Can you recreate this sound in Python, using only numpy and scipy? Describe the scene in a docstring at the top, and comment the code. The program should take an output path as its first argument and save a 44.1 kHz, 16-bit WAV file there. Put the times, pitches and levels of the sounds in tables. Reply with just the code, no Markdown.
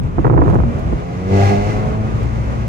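"""A tuned car heard from the car behind.

On a town street, fuel igniting in a hot exhaust pops and booms on the overrun. The throttle is then
blipped and the car pulls away: its periodic firing gives a growl shaped by pipe resonances, a rasp
and a metallic buzz. The following car hums as it gathers speed, over tyre noise, low rumble and
a few ticks of loose trim. Two spaced microphones in its cabin pick up the sound."""
import sys
import numpy as np
from scipy import signal
from scipy.fft import rfft, irfft
from scipy.io import wavfile
from scipy.ndimage import uniform_filter1d, minimum_filter1d

SR = 44100
rng = np.random.default_rng(int(sys.argv[2]) if len(sys.argv) > 2 else 0)


def transcribe(signal):
    """Save signal, clipped to [-1, 1], as a 16-bit WAV file at the path in sys.argv[1]."""
    frames = np.atleast_2d(signal).T
    limited = np.clip(frames, -1, 1)
    pcm = np.round(limited * 32767).astype(np.int16)
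    wavfile.write(sys.argv[1], SR, pcm)


N = 118188
T = np.arange(N) / SR
HZ = np.fft.rfftfreq(N, 1 / SR)

# The microphone pair. Each row: frequency in Hz, coherence from 0 to 1, left over right in dB.
MIC_PAIR = [(50,0.72,5.5),(113,0.82,2),(205,0.12,-3),(382,0.17,1),(650,0.25,-3),(1080,0.49,0),(1420,1,0),(2130,0.29,0),(3980,0.11,0.5),(7500,0.16,-4),(9120,0.26,-1),(12600,0.29,1)]


def amp(db):
    """Amplitude ratio of a level in decibels."""
    return 10 ** (np.asarray(db) / 20)


def curve(rows, column=1):
    """Linear interpolation of a time table at every sample."""
    rows = np.array(rows)
    return np.interp(T, rows[:, 0], rows[:, column])


def spectrum(rows, column=1, hz=HZ):
    """Interpolation of a frequency table on a logarithmic axis."""
    rows = np.array(rows)
    return np.interp(np.log(hz + 1), np.log(rows[:, 0] + 1), rows[:, column])


def unit(x):
    """Normalisation to rms 1."""
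    return x / np.sqrt(np.mean(abs(x) ** 2) + 1e-20)


def drift(hz):
    """Low-pass noise: a slow random wander of rms 1."""
    t = np.linspace(0, T[-1], 1024)
    low_pass = np.exp(-(np.fft.rfftfreq(len(t), t[1]) / hz) ** 2)
    return unit(np.interp(T, t, irfft(rfft(rng.standard_normal(len(t))) * low_pass)))


def tint(x, colour):
    """Minimum-phase filtering: folding the cepstrum makes the response causal."""
    cepstrum = irfft(np.log(amp(spectrum(colour))), N)
    fold = 1 + np.sign(N / 2 - np.arange(N)) * (np.arange(N) > 0)
    return irfft(rfft(x) * np.exp(rfft(cepstrum * fold)), N)


def noise(colour):
    """Two uncorrelated noises with the same spectrum."""
    return unit(tint(rng.standard_normal((2, N)), colour))


def arrive(x):
    """Time and level differences between the microphones: the left lags, except in the bass."""
    lag_s, bass_hz = 0.0004493, 270
    side = amp(spectrum(MIC_PAIR, column=2) / 2)
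    lag = np.exp(-2j * np.pi * HZ * lag_s * HZ ** 2 / (HZ ** 2 + bass_hz ** 2))
    return irfft(rfft(x) * np.array([lag * side, 1 / side]), N)


def diffuse(x, other):
    """Partial coherence in a diffuse field: the left microphone hears partly other reflections."""
    coherence = spectrum(MIC_PAIR)
    left = irfft(coherence * rfft(x) + np.sqrt(1 - coherence ** 2) * rfft(other), N)
    return arrive(np.array([left, x]))


def reverb(x, t60):
    """Reverberation: dense reflections, different at each microphone, fall 60 dB in t60 seconds."""
    t, build_s = T[:SR], .001
    tail = rng.standard_normal((2, SR)) * amp(-60 * t / t60) * (1 - np.exp(-t / build_s))
    return signal.fftconvolve(x[None], unit(tail) / np.sqrt(SR), axes=1)[:, :N]


def orders(cycles, rows, fading):
    """Multipath fading: multiples of the firing rate waver as the street's reflections shift."""
    out = np.zeros((2, N))
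    for multiple, db in rows:
        tone = amp(db) * np.sqrt(2) * np.exp(2j * np.pi * (multiple * cycles + rng.random()))
        for channel in out:
            scattered = drift(hz=7) + 1j * drift(hz=7)
            channel += (tone * unit(1 + fading * scattered)).real
    return out


def cabin():
    """The following car: harmonic engine hum over broadband tyre noise and an uneven low rumble."""
    # Its engine. Each row: time in seconds, firing rate in Hz, gain in dB.
    engine = [(0,44,-49),(1.2,45,-61),(1.5,51.15,-53),(1.74,51.97,-29),(2,56.59,-40),(2.26,60.33,-26.5),(2.5,61.64,-27),(2.68,60.97,-30)]
    # Each row: multiple of the firing rate, relative level in dB.
    harmonics = [(1,5.5),(2,2.5),(3,-17.5),(4,-15)]
    # Noise spectra. Each row: frequency in Hz, relative level in dB.
    tyre_colour = [(20,-43),(45,-7),(80,-6.5),(130,-3),(180,-12.5),(270,-15),(380,-17.5),(520,-20),(700,-25.5),(950,-25.5),(1300,-24.5),(1700,-35.5),(2400,-37),(3200,-45),(4500,-53),(6500,-52.5),(9500,-63.5),(12000,-67.5),(14400,-72)]
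    rumble_colour = [(15,0),(35,11),(55,-1.5),(90,-9),(130,-2),(250,-13.5),(500,-39),(2000,-90)]
    # Noise envelopes. Each row: time in seconds, level in dB.
    tyre_level = [(0,-25),(.4,-23.5),(.7,-21.5),(1.05,-24.5),(1.8,-20),(2.3,-23.5),(2.68,-20.5)]
    rumble_level = [(0,-12.5),(.13,-18.5),(.3,-9),(.6,-9),(.75,-19.5),(.93,-18.5),(1.05,-30),(1.6,-20),(2.68,-26)]
    cycles = np.cumsum(curve(engine)) / SR
    pan = amp([[.9], [-.9]])
    hum = amp(curve(engine, column=2)) * orders(cycles, harmonics, fading=.12) * pan
    tyres = amp(curve(tyre_level) + 1.59 * drift(hz=9.6)) * noise(tyre_colour)
    rumble = noise(rumble_colour)
    rumble = unit(rumble + .13 * rumble[::-1])  # the two sides are slightly correlated
    return arrive(hum) + diffuse(*tyres) + amp(curve(rumble_level)) * rumble


def trim_ticks():
    """Light impacts of loose trim: noise bursts with exponential decay."""
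    # Each row: start in seconds, level in dB.
    ticks = [(.033,-48),(0.499,-42.5),(0.5447,-41.5),(0.793,-43.5),(2.231,-41)]
    # Their spectrum. Each row: frequency in Hz, relative level in dB.
    colour = [(500, -9), (3000, -3), (7000, -2), (10000, -11.5), (14000, -6.5)]
    decay_s = .0047
    envelope = sum(amp(db) * (T >= start) * np.exp(-abs(T - start) / decay_s) for start, db in ticks)
    return diffuse(*(envelope * noise(colour)))


def booms():
    """Late-burning fuel swings the air through a few slow cycles: low-frequency tone bursts."""
    # Each row: start and length in seconds, pitch in Hz, level in dB, left phase lead in radians.
    bursts = [(0.18,0.037,44.6,-6,1),(.246,.045,132,-9,1.7),(0.304,0.064,115.3,-10.5,0.5),(0.347,.11,65.4,-3.5,2),(0.467,0.083,91.3,-8.5,1.7),(.525,0.034,188,-9,0.95),
              (0.577,0.11,64,-10.5,.5),(0.651,0.09,235,-17.5,1),(0.853,0.053,52,-11,0.5),(.9,0.08,50.7,-9,1),(.924,0.015,230,-15.5,1.4)]
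    out = np.zeros((2, N))
    for start, length, hz, db, lead in bursts:
        swell = np.sin(np.pi * np.clip((T - start) / length, 0, 1) ** .69)  # peaks early
        phase = 2 * np.pi * hz * (T - start) + np.array([[.5], [-.5]]) * lead
        out += amp(db) * swell * np.sin(phase)
    return out


def growl(cycles, firing_hz, eased_db):
    """Source and filter: pipe resonances shape the upper orders, which dull as the throttle eases."""
    # Pipe response at full throttle. Each row: frequency in Hz, gain in dB.
    pipe = [(140,-5),(245,7),(310,0.5),(400,7.5),(500,-1),(585,-3),(650,-2.5),(715,4),(805,2),(890,-2.5),(1000,-28)]
    # The strongest band shifts as the car moves. Each row: time in seconds, centre in Hz.
    band = [(.76,560),(.86,720),(.98,430),(1.22,550),(1.36,440),(1.43,780),(1.48,790),(1.53,715),(1.61,720),(1.7,640),(2.1,650)]
    band_db, half_width_hz = 9, 55
    half_order_db = -13  # from unequal cylinders
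    multiples = np.array([1.5, *np.arange(2.5, 10, .5)])
    hz = multiples[:, None] * firing_hz
    db = spectrum(pipe, hz=hz) + half_order_db * (multiples[:, None] % 1 > 0)
    db += band_db / (1 + ((hz - curve(band)) / half_width_hz) ** 2)
    db_per_octave = 12.5 * eased_db / 60
    db -= db_per_octave * np.maximum(np.log2(hz / 656), 0)  # roll-off above 656 Hz
    return orders(cycles, zip(multiples, db), fading=.45) / np.linalg.norm(amp(db), axis=0)


def buzz(cycles):
    """Forced vibration: every other firing knocks the metal, whose modes swell as orders cross them."""
    # Each row: frequency in Hz, relative energy in dB, time to fall 60 dB in seconds.
    modes = [(1654,2,.11),(2026,0,0.082),(2430,-11.5,0.058),(2670,-7.5,0.073),(4290,-10,.06)]
    knocks = np.diff(np.floor(cycles / 2), prepend=0)
    t = T[:SR // 5]
    metal = sum(amp(db - 60 * t / t60) / np.sqrt(t60) * np.sin(2 * np.pi * hz * t)
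                for hz, db, t60 in modes)
    return unit(signal.oaconvolve(knocks, metal)[:N])


def rasp(cycles):
    """Amplitude-modulated noise: each firing gives a puff of hiss and a short ring of the pipe."""
    # Spectrum of both. Each row: frequency in Hz, relative level in dB.
    colour = [(60,-30.5),(200,-8),(450,4),(800,3),(1000,-6.5),(1250,-0.5),(1450,-5),(1850,-12),(2040,0),(2250,-8),(2650,-9.5),(3100,-16),(4200,-18),(5000,-19),(6200,-18.5),(8000,-28.5),(10000,-35),(12000,-34.5),(13500,-51.5),(14500,-34)]
    depth, puff_cycles, ring_db = .1, .85, -8.5
    puffs = unit(1 - depth + depth * unit(np.exp(-(cycles % 1) / puff_cycles)))
    firings = np.diff(np.floor(cycles), prepend=0)
    ring = unit(reverb(tint(firings, colour), t60=.028))
    return puffs * noise(colour) + amp(ring_db) * ring


def exhaust():
    """Periodic excitation: the tuned engine's firing drives its note, growl, buzz and rasp."""
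    # Each row: time in seconds, firing rate in Hz.
    firing = [(0,84),(.6,80.5),(.78,79.5),(1,85),(1.22,92.3),(1.31,97),(1.42,99.3),(1.47,99.5),(1.52,100.6),(1.6,101.7),(1.66,103),(1.7,105.5),(1.79,106),(1.86,104.8),(2,108),(2.21,110),(2.45,108),(2.68,112)]
    # Each row: time in seconds, then levels in dB of the fundamental, its octave and the growl.
    note = [(0,-26,-39,-50),(.6,-26.5,-35.5,-27),(.8,-25.5,-38,-31.5),(1.05,-37,-30,-31),(1.24,-33.5,-26.5,-33.5),(1.34,-10.5,-15,-16),(1.41,-12.5,-20,-16),(1.47,-10,-25.5,-23.5),(1.52,-22,-16,-14),(1.61,-20.5,-23,-19.5),(1.68,-17,-32.5,-27),(1.8,-22.5,-27,-25.5),(2.05,-24,-27,-33),(2.2,-28.5,-37,-46.5),(2.68,-28,-30.5,-40.5)]
    # The throttle. Each row: time in seconds, level of the rasp in dB.
    throttle = [(0,-59),(1.1,-38.5),(1.26,-37.5),(1.34,-27),(1.41,-22.5),(1.49,-22.5),(1.59,-29),(1.7,-28.5),(1.8,-34.5),(1.95,-41.5),(2.2,-38),(2.68,-37.5)]
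    firing_hz, rasp_db = curve(firing), curve(throttle)
    eased_db = rasp_db.max() - rasp_db
    buzz_db = rasp_db.max() - 10 - 1.5 * eased_db  # dies faster than the rasp as the throttle closes
    cycles = np.cumsum(firing_hz * (1 + .004 * drift(hz=40))) / SR
    tone = amp(curve(note)) * orders(cycles, [(1, 0)], fading=.042)
    tone += amp(curve(note, column=2)) * orders(cycles, [(2, .011)], fading=.15)
    tone += amp(curve(note, column=3)) * growl(cycles, firing_hz, eased_db)
    tone += amp(buzz_db) * buzz(cycles)
    return arrive(tone) + diffuse(*(amp(rasp_db) * rasp(cycles)))


def blast(corner_hz):
    """A critically damped pressure pulse: the higher its corner frequency, the sharper the pop."""
    u = 2 * np.pi * corner_hz * T[:SR // 50]
    return u * np.exp(-u) * 2 * np.pi * corner_hz / SR


def pops():
    """Impulsive excitation: fuel bangs and sputters in the hot pipe; cabin and street reverberate."""
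    # Each row: start in seconds, relative level in dB, corner frequency in Hz.
    bangs = [(.1828,8,850),(.1897,2,1140),(.2452,-8,2980),(.2478,0,2400),(.2518,5.5,900),(.254,-3.5,1750),
             (.264,-4,596),(.2677,-3,2500),(.278,-1.5,1100),(.2985,4,1300),(.305,1,1020),(.3133,6.5,435),(.3255,-3,700),(.333,1.5,710),(.339,5.5,600),
             (.354,0,300),(.3662,-4.5,900),(.3761,12.5,1110),(.3795,8,3000),(.383,3,600),(.3908,8,950),(.399,5,355),(.4166,6,1500),(.4208,8,1400),
             (.438,6.5,376),(.452,0,347),(.4624,-10.5,1540),(.472,-3,1090),(.4798,-0.5,1390),(.489,5.5,400),(.5,-4,1220),(.5101,-5,900),(.527,-4,700),(.5339,-5,1000),(.539,0,700),
             (.5444,-0.5,794),(.555,-2,1280),(.5622,0,600),(.588,-5.5,1090),(.602,-4,1190),(.6358,-3,900),(.926,-5.5,700),(.932,-1,370),(1.024,-11.5,900)]
    # The filter common to all pops. Each row: frequency in Hz, gain in dB.
    colour = [(30,-37),(70,-6.5),(120,5.5),(200,-5),(330,9),(520,0.5),(750,-0.5),(1250,2),(1800,-10.5),(2300,-16.5),(3100,-29),(5000,-33),(14000,-55.5)]
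    sputter_per_s, sputter_db, left_lag_s = 400, -16, .00044
    cabin_db, silencer_db, street_db = -6, -1, -22.5
    groups = np.zeros((5, N))  # each has its own cabin reflections, as the cars move
    for i, (start, db, hz) in enumerate(bangs):
        pulse = amp(db) * blast(hz)
        groups[i % len(groups), round(start * SR):][:len(pulse)] += pulse
    sputter = (rng.random(N) < sputter_per_s / SR) * rng.exponential(1, N)
    sputter *= (T > .295) & (T < .57)
    groups[0] += amp(sputter_db) * signal.oaconvolve(sputter, blast(corner_hz=650))[:N]
    groups = amp(22.5) * tint(groups, colour)
    source = groups.sum(0)
    direct = np.array([np.interp(T - left_lag_s, T, source), source])
    inside = amp(cabin_db) * sum(reverb(group, t60=.016) for group in groups)
    lows = irfft(rfft(source) / (1 + (HZ / 600) ** 4), N)
    silencer = amp(silencer_db) * reverb(lows, t60=.045)  # rings on after each bang
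    street = amp(street_db) * reverb(source, t60=.12)
    return (direct + inside + silencer + street) * amp([[-3], [3]])  # louder on the right


def scene():
    """Superposition of both cars at the two microphones."""
    return pops() + booms() + exhaust() + cabin() + trim_ticks()


def record(dry):
    """High-pass filtering, fast peak limiting, then low-pass filtering."""
    low_cut_hz, high_cut_hz = 41.6, 14400
    ceiling, window = .93, round(.004 * SR)
    x = irfft(rfft(dry) * (1 - 1 / (1 + (HZ / low_cut_hz) ** 4)), N)
    gain = ceiling / np.maximum(abs(x).max(0), ceiling)
    gain = uniform_filter1d(minimum_filter1d(gain, window), window)
    low_pass = signal.firwin(511, high_cut_hz, window=("kaiser", 9), fs=SR)
    return signal.oaconvolve(x * gain, low_pass[None], "same")


dry = scene()
out = record(dry)
transcribe(out)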